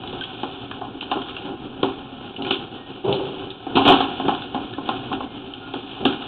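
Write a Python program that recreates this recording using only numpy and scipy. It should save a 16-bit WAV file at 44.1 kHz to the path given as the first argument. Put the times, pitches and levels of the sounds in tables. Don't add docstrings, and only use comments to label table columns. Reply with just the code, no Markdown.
import sys
import numpy as np
from scipy import signal
from scipy.fft import rfft, irfft, next_fast_len
from scipy.io import wavfile
from scipy.ndimage import uniform_filter1d

SR = 44100
rng = np.random.default_rng(int(sys.argv[2]) if len(sys.argv) > 2 else 0)


def log_audio(samples):
    frames = np.atleast_2d(samples).T
    limited = np.clip(frames, -1, 1)
    pcm = np.round(limited * 32767).astype(np.int16)
    wavfile.write(sys.argv[1], SR, pcm)


N = 276727
TIME = np.arange(N) / SR

# start in seconds, thud, clack and click level in dB before the register
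# gains, rattle level in dB re the hit before the register offsets.
KNOCKS = [(0.034, -42.5, -34, -38, -9), (0.125, -34, -36.5, -39, 10.5), (0.431, -24, -25, -32, -5.5),
          (0.711, -43, -34.5, -36, -15), (0.812, -34, -27, -43.5, -8), (1.025, -33, -33, -41, -11),
          (1.113, -27, -19.5, -25, -5), (1.155, -24, -28.5, -40, 0), (1.829, -14.5, -21, -21, -9.5),
          (2.465, -29, -32.5, -31.5, 0.5), (2.506, -21.5, -25, -16.5, -7), (3.665, -27, -30, -44, -7.5),
          (3.753, -16, -24.5, -21, 8), (3.767, -13, -13, -18, -6), (3.851, -15, -16.5, -20, 2),
          (3.875, -11.5, -7.5, -11, -3), (3.886, -9, -9.5, -11, -6.5), (3.899, -14.5, -11, -34, -14.5),
          (3.92, -10, -11.5, -15, -10), (3.939, -15.5, -21.5, -20, -15.5),
          (4.003, -20.5, -16.5, -22.5, -6.5), (4.197, -26.5, -24, -37, -7.5), (4.281, -17, -15, -25, -7),
          (4.544, -25.5, -23.5, -35.5, -4), (4.781, -26.5, -28, -50, -7.5), (4.888, -24, -19, -27, -5.5),
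          (5.113, -28.5, -24.5, -45.5, -1.5), (5.204, -29.5, -26, -48.5, -13),
          (5.737, -26, -28.5, -32, -3.5), (6.052, -13.5, -17, -14.5, -9.5)]
# lower edge in Hz, upper edge in Hz.
REGISTERS_HZ = [(22, 600), (600, 1150), (1150, 2000), (2100, 5200)]


def from_db(db):
    return 10 ** (np.asarray(db) / 20)


def rms_one(x):
    return x / np.sqrt(np.mean(x ** 2) + 1e-20)


def peak_one(x, size=350):
    return x / np.sqrt(uniform_filter1d(x ** 2, size).max() + 1e-20)


def dying(t, t60_s):
    return np.exp(-np.log(1000) * t / t60_s)


def add(out, start_s, sound):
    start = max(round(start_s * SR), 0)
    out[start:start + len(sound)] += sound[:N - start]


def band(x, edges_hz):
    sos = signal.butter(N=4, Wn=edges_hz, btype="band", fs=SR, output="sos")
    return signal.sosfilt(sos, x)


def roll_off(x, hz, kind):
    return signal.sosfilt(signal.butter(2, hz, kind, fs=SR, output="sos"), x)


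def resonance(x, hz, width_hz):
    return signal.lfilter(*signal.iirpeak(hz, hz / width_hz, SR), x)


def wobble(count, size=200):
    return rms_one(uniform_filter1d(rng.standard_normal(SR), size))[:count]


def grains(count, per_s, spread_db):
    size_db = spread_db * np.minimum(rng.exponential(1, count), 4)
    sizes = from_db(size_db) * rng.choice([-1, 1], count)
    happens = rng.random(count) < per_s / SR
    return rms_one(sizes * happens)


def frame(force):
    # frequency in Hz, level in dB.
    contact_colour = [(25, -6.5), (70, -2.5), (130, -3.5), (180, -3), (270, 0.5), (480, -0.5), (620, -7),
                      (900, -3), (1500, -2), (2000, -0.5), (2450, -3.5), (3000, 3.5), (3550, -2),
                      (4000, -9.5), (4500, -6)]
    # frequency in Hz, width in Hz, lift in dB.
    frame_modes = [(119.4, 15, 11.5), (163, 33, 3.5), (201, 80, 1.5), (232.6, 35, 7), (272.4, 12.5, 12),
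                   (306.5, 17, 7), (363, 38, 7.5), (390, 13, 8.5), (438, 13, 3), (556, 9.9, 4),
                   (670, 9.5, 0), (713.5, 26, 8), (759, 29, 8), (814, 37, 6.5), (829, 110, 3.5),
                   (997, 49, 1.5), (1049, 20, 8), (1102, 13, 2.5), (1305, 25, 7), (1435, 78, 7),
                   (1560, 17, 0.5), (2438, 27, 4.5), (2510, 29, 4.5), (3520, 5, 8.5), (3793, 8.7, 3)]
    colour_hz, colour_db = np.transpose(contact_colour)
    size = next_fast_len(len(force) + SR // 20)
    bins_hz = np.maximum(np.fft.rfftfreq(size, 1 / SR), 1)
    colour = from_db(np.interp(np.log(bins_hz), np.log(colour_hz), colour_db))
    x = irfft(rfft(force, size) * colour, size)[:len(force)]
    for hz, width_hz, lift_db in frame_modes:
        x = x + (from_db(lift_db) - 1) * resonance(x, hz, width_hz)
    return x


def struck(force, edges_hz, level_db):
    return from_db(level_db) * peak_one(band(frame(force), edges_hz))


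def rubbing(levels_db, per_s, spread_db):
    low, middle, upper, top = REGISTERS_HZ
    rub = frame(grains(N, per_s, spread_db))
    bands_hz = [low, (middle[0], upper[1]), top]
    return sum(from_db(db) * rms_one(band(rub, edges_hz)) for edges_hz, db in zip(bands_hz, levels_db))


def blow(contact_s, rattle_db, rattle_t60_s, solid, rattle_per_s=2000, spread_db=1.5):
    t = np.arange(SR * 2 // 5) / SR
    solid = np.clip(solid, 0, 1)
    touch = t / contact_s * np.exp((1 - (t / contact_s) ** 2) / 2)
    force = np.sqrt(1 - solid) * touch * rng.standard_normal(len(t))
    force[round(contact_s * SR / 2)] += np.sqrt(solid * np.sum(touch ** 2))
    rattle = from_db(rattle_db) * dying(t, rattle_t60_s) * (1 - np.exp(-t / contact_s))
    return force + rattle * grains(len(t), rattle_per_s, spread_db)


def sliding(rumble_gain_db=0.0, clatter_gain_db=-1.0, hiss_gain_db=3.5, hiss_share=0.55, uneven_db=1.61):
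    # time in seconds, rumble and hiss level in dB before the gains.
    slide_levels = [(0.0, -35.5, -43.5), (0.45, -41, -41), (0.96, -37.5, -46.5), (1.29, -38.5, -40.5),
                    (1.73, -35.5, -46.5), (2.04, -38, -45), (3.05, -39.5, -44.5), (3.25, -37.5, -38.5),
                    (3.51, -40, -46.5), (3.74, -40, -43.5), (3.84, -27.5, -30), (3.93, -39, -28),
                    (4.07, -37.5, -35.5), (4.59, -36.5, -43.5), (4.99, -36, -39.5), (5.26, -37, -45.5),
                    (5.9, -41.5, -41.5), (6.27, -38.5, -39.5)]
    bass_hz, bass_db = 132, -9
    s, *columns = np.transpose(slide_levels)
    rumble_db, hiss_db = (np.interp(TIME, s, column) for column in columns)
    clatter_db = rumble_db + hiss_share * (hiss_db - rumble_db)
    levels_db = [rumble_db + rumble_gain_db, clatter_db + clatter_gain_db, hiss_db + hiss_gain_db]
    grip = from_db(uneven_db * rms_one(uniform_filter1d(rng.standard_normal(N), size=2500)))
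    drag = rubbing(levels_db, per_s=4200, spread_db=2.0)
    bass = rms_one(roll_off(frame(grains(N, per_s=1500, spread_db=2.0)), bass_hz, "low"))
    return grip * (drag + from_db(rumble_db + bass_db) * bass)


def knocks(thud_gain_db=1.0, clack_gain_db=0.83, edge_gain_db=-1.0, click_gain_db=6.0,
           glancing_db=0.0, rattle_t60_s=0.31, glancing_t60_s=0.17):
    thud_low_cut_hz = 204
    out = np.zeros(N)
    low, middle, upper, top = REGISTERS_HZ
    for s, thud_db, clack_db, click_db, rattle_db in KNOCKS:
        firm = 1 / (1 + from_db(2 * (rattle_db - glancing_db)))
        t60_s = firm * rattle_t60_s + (1 - firm) * glancing_t60_s
        push = roll_off(blow(0.00439, rattle_db, t60_s, solid=0.87 * firm), thud_low_cut_hz, "high")
        thud = struck(push, low, thud_db + thud_gain_db)
        hit = blow(0.0033, rattle_db, t60_s, solid=0.34 * firm)
        clack = struck(hit, middle, clack_db + clack_gain_db)
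        edge_db = (clack_db + click_db) / 2 + edge_gain_db
        edge = struck(blow(0.0048, rattle_db + 0.5, t60_s, solid=0.089 * firm), upper, edge_db)
        snap = blow(0.0024, rattle_db - 2.5, t60_s, solid=0.022 * firm)
        click = struck(snap, top, click_db + click_gain_db)
        add(out, s, thud + clack + edge + click)
    return out


def loose_turns(rumble_db=-19, clatter_db=-19, hiss_db=-21, rise_s=0.035, t60_s=1.0):
    energy = np.zeros(N)
    for s, thud_db, clack_db, *_ in KNOCKS:
        t = np.maximum(TIME - s, 0)
        shake = from_db((thud_db + clack_db) / 2) * np.minimum(t / rise_s, 1) * dying(t, t60_s)
        energy += shake ** 2
    return np.sqrt(energy) * rubbing([rumble_db, clatter_db, hiss_db], per_s=3700, spread_db=3.5)


def ticks(ring_width_hz=260, ring_db=7, body_gain_db=3, click_gain_db=7.0):
    # start in seconds, ring in Hz, body and click level in dB before the gains.
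    guide_touches = [(0.074, 3940, -53, -35), (0.209, 3100, -45.5, -30), (0.237, 3340, -38.5, -29.5),
                     (0.711, 2500, -30, -41.5), (1.008, 2960, -41, -29), (1.025, 4000, -46.5, -37.5),
                     (1.217, 3100, -35.5, -34), (1.285, 3600, -36, -39.5), (1.365, 2700, -36, -31),
                     (2.363, 2980, -51, -34), (2.421, 4070, -50, -30.5), (2.447, 2370, -35, -31.5),
                     (3.126, 4000, -45, -23), (3.503, 3800, -45.5, -35.5), (4.348, 3530, -37, -34.5),
                     (4.42, 3650, -34, -34), (4.734, 3630, -40, -39), (5.127, 2690, -29, -32),
                     (5.536, 3020, -45, -34), (6.125, 3200, -32, -33), (6.222, 3570, -36.5, -39)]
    out = np.zeros(N)
    low, middle, upper, top = REGISTERS_HZ
    for s, ring_hz, body_db, click_db in guide_touches:
        touch = blow(0.0022, rattle_db=-6, rattle_t60_s=0.16, solid=0.3)
        ringing = touch + from_db(ring_db) * resonance(touch, ring_hz, ring_width_hz)
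        body = struck(touch, upper, body_db + body_gain_db)
        click = struck(ringing, top, click_db + click_gain_db)
        add(out, s, body + click)
    return out


def scuffs(clatter_db=-4, hiss_db=-4, attack_s=0.0088, release_s=0.036, dull_hz=1200):
    # start in seconds, length in seconds before the release, pressure in dB.
    brushes = [(0.139, 0.036, -35), (0.874, 0.018, -39), (1.459, 0.08, -32.5), (2.38, 0.086, -32),
               (3.69, 0.065, -29.5), (4.243, 0.022, -24), (4.566, 0.044, -37.5), (5.139, 0.032, -33.5),
               (5.833, 0.015, -35), (5.999, 0.078, -29.5)]
    pressure = np.zeros(N)
    for s, length_s, level_db in brushes:
        attack = np.clip((TIME - s) / attack_s, 0, 1)
        release = np.clip(1 - (TIME - s - length_s) / release_s, 0, 1)
        pressure += from_db(level_db) * attack * release
    rub = rubbing([0, clatter_db, hiss_db], per_s=1700, spread_db=-0.5)
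    return pressure * roll_off(rub, dull_hz, "low")


def squeaks(waver_hz=9.0, flutter=0.23):
    # start in seconds, length in seconds, mean pitch in Hz, peak level in dB before the flutter.
    thin_tones = [(0.21, 0.02, 1530, -22.5), (0.22, 0.18, 1520, -42), (2.73, .22, 1860, -39),
                  (4.73, 0.03, 1720, -31), (5.24, 0.17, 2110, -41), (5.598, 0.14, 1416, -37)]
    out = np.zeros(N)
    for s, length_s, hz, level_db in thin_tones:
        count = int(length_s * SR)
        tone = np.sin(2 * np.pi * np.cumsum(hz + waver_hz * wobble(count)) / SR)
        strength = np.sqrt(np.hanning(count)) * (1 + flutter * wobble(count))
        add(out, s, from_db(level_db) * strength * tone)
    return out


def shove(attack_s=0.011, slip_t60_s=0.43, settle_db=-20.5, settle_s=0.48):
    # start in seconds, level in dB.
    slips = [(3.039, -20), (3.076, -16), (3.122, -26), (3.195, -25.5)]
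    energy = np.zeros(N)
    for s, level_db in slips:
        t = np.maximum(TIME - s, 0)
        settling = from_db(settle_db) * np.clip(1 - (t / settle_s) ** 4, 0, 1)
        swell = np.minimum(t / attack_s, 1)
        energy += (from_db(level_db) * swell * (dying(t, slip_t60_s) + settling)) ** 2
    return np.sqrt(energy)


def booms(size=700, hiss_db=-14, dull_hz=1100):
    # frequency in Hz, width in Hz, relative level in dB.
    coil_modes = [(137, 5.2, 4), (208, 34, -5), (280, 10, -2), (339, 12, -0.5), (383.4, 13.4, 13),
                  (411, 20, 0.5), (480, 110, -6.5), (683, 43, -11), (785, 18, -3.5), (793, 14, -9),
                  (1053, 31, -26)]
    rub = grains(N, per_s=3000, spread_db=1.5) + 1e-18
    ring = sum(from_db(db) * resonance(rub, hz, width_hz) for hz, width_hz, db in coil_modes)
    ring = roll_off(ring, dull_hz, "low")
    even = ring / np.sqrt(np.abs(uniform_filter1d(ring ** 2, size)) + 1e-12)
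    hiss = rms_one(band(frame(rub), REGISTERS_HZ[-1]))
    return shove() * (even + from_db(hiss_db) * hiss)


def scene():
    return (sliding() + knocks() + loose_turns() + ticks() + scuffs() + squeaks() + booms())[None]


def record(dry):
    preamp_limit, full_scale = 0.61, 0.71
    notch_hz, notch_width_hz, bandwidth_hz, cutoff_hz = 1996, 1715, 3965, 16000
    rounded = dry / (1 + (dry / preamp_limit) ** 8) ** (1 / 8)
    notched = signal.lfilter(*signal.iirnotch(notch_hz, notch_hz / notch_width_hz, SR), rounded)
    taps = signal.firwin(numtaps=129, cutoff=bandwidth_hz, window=("kaiser", 7), fs=SR)
    narrow = signal.fftconvolve(notched, taps[None], "same")
    clipped = np.clip(narrow, -full_scale, full_scale)
    return signal.sosfilt(signal.cheby2(12, 70, cutoff_hz, fs=SR, output="sos"), clipped)


dry = scene()
out = record(dry)
log_audio(out)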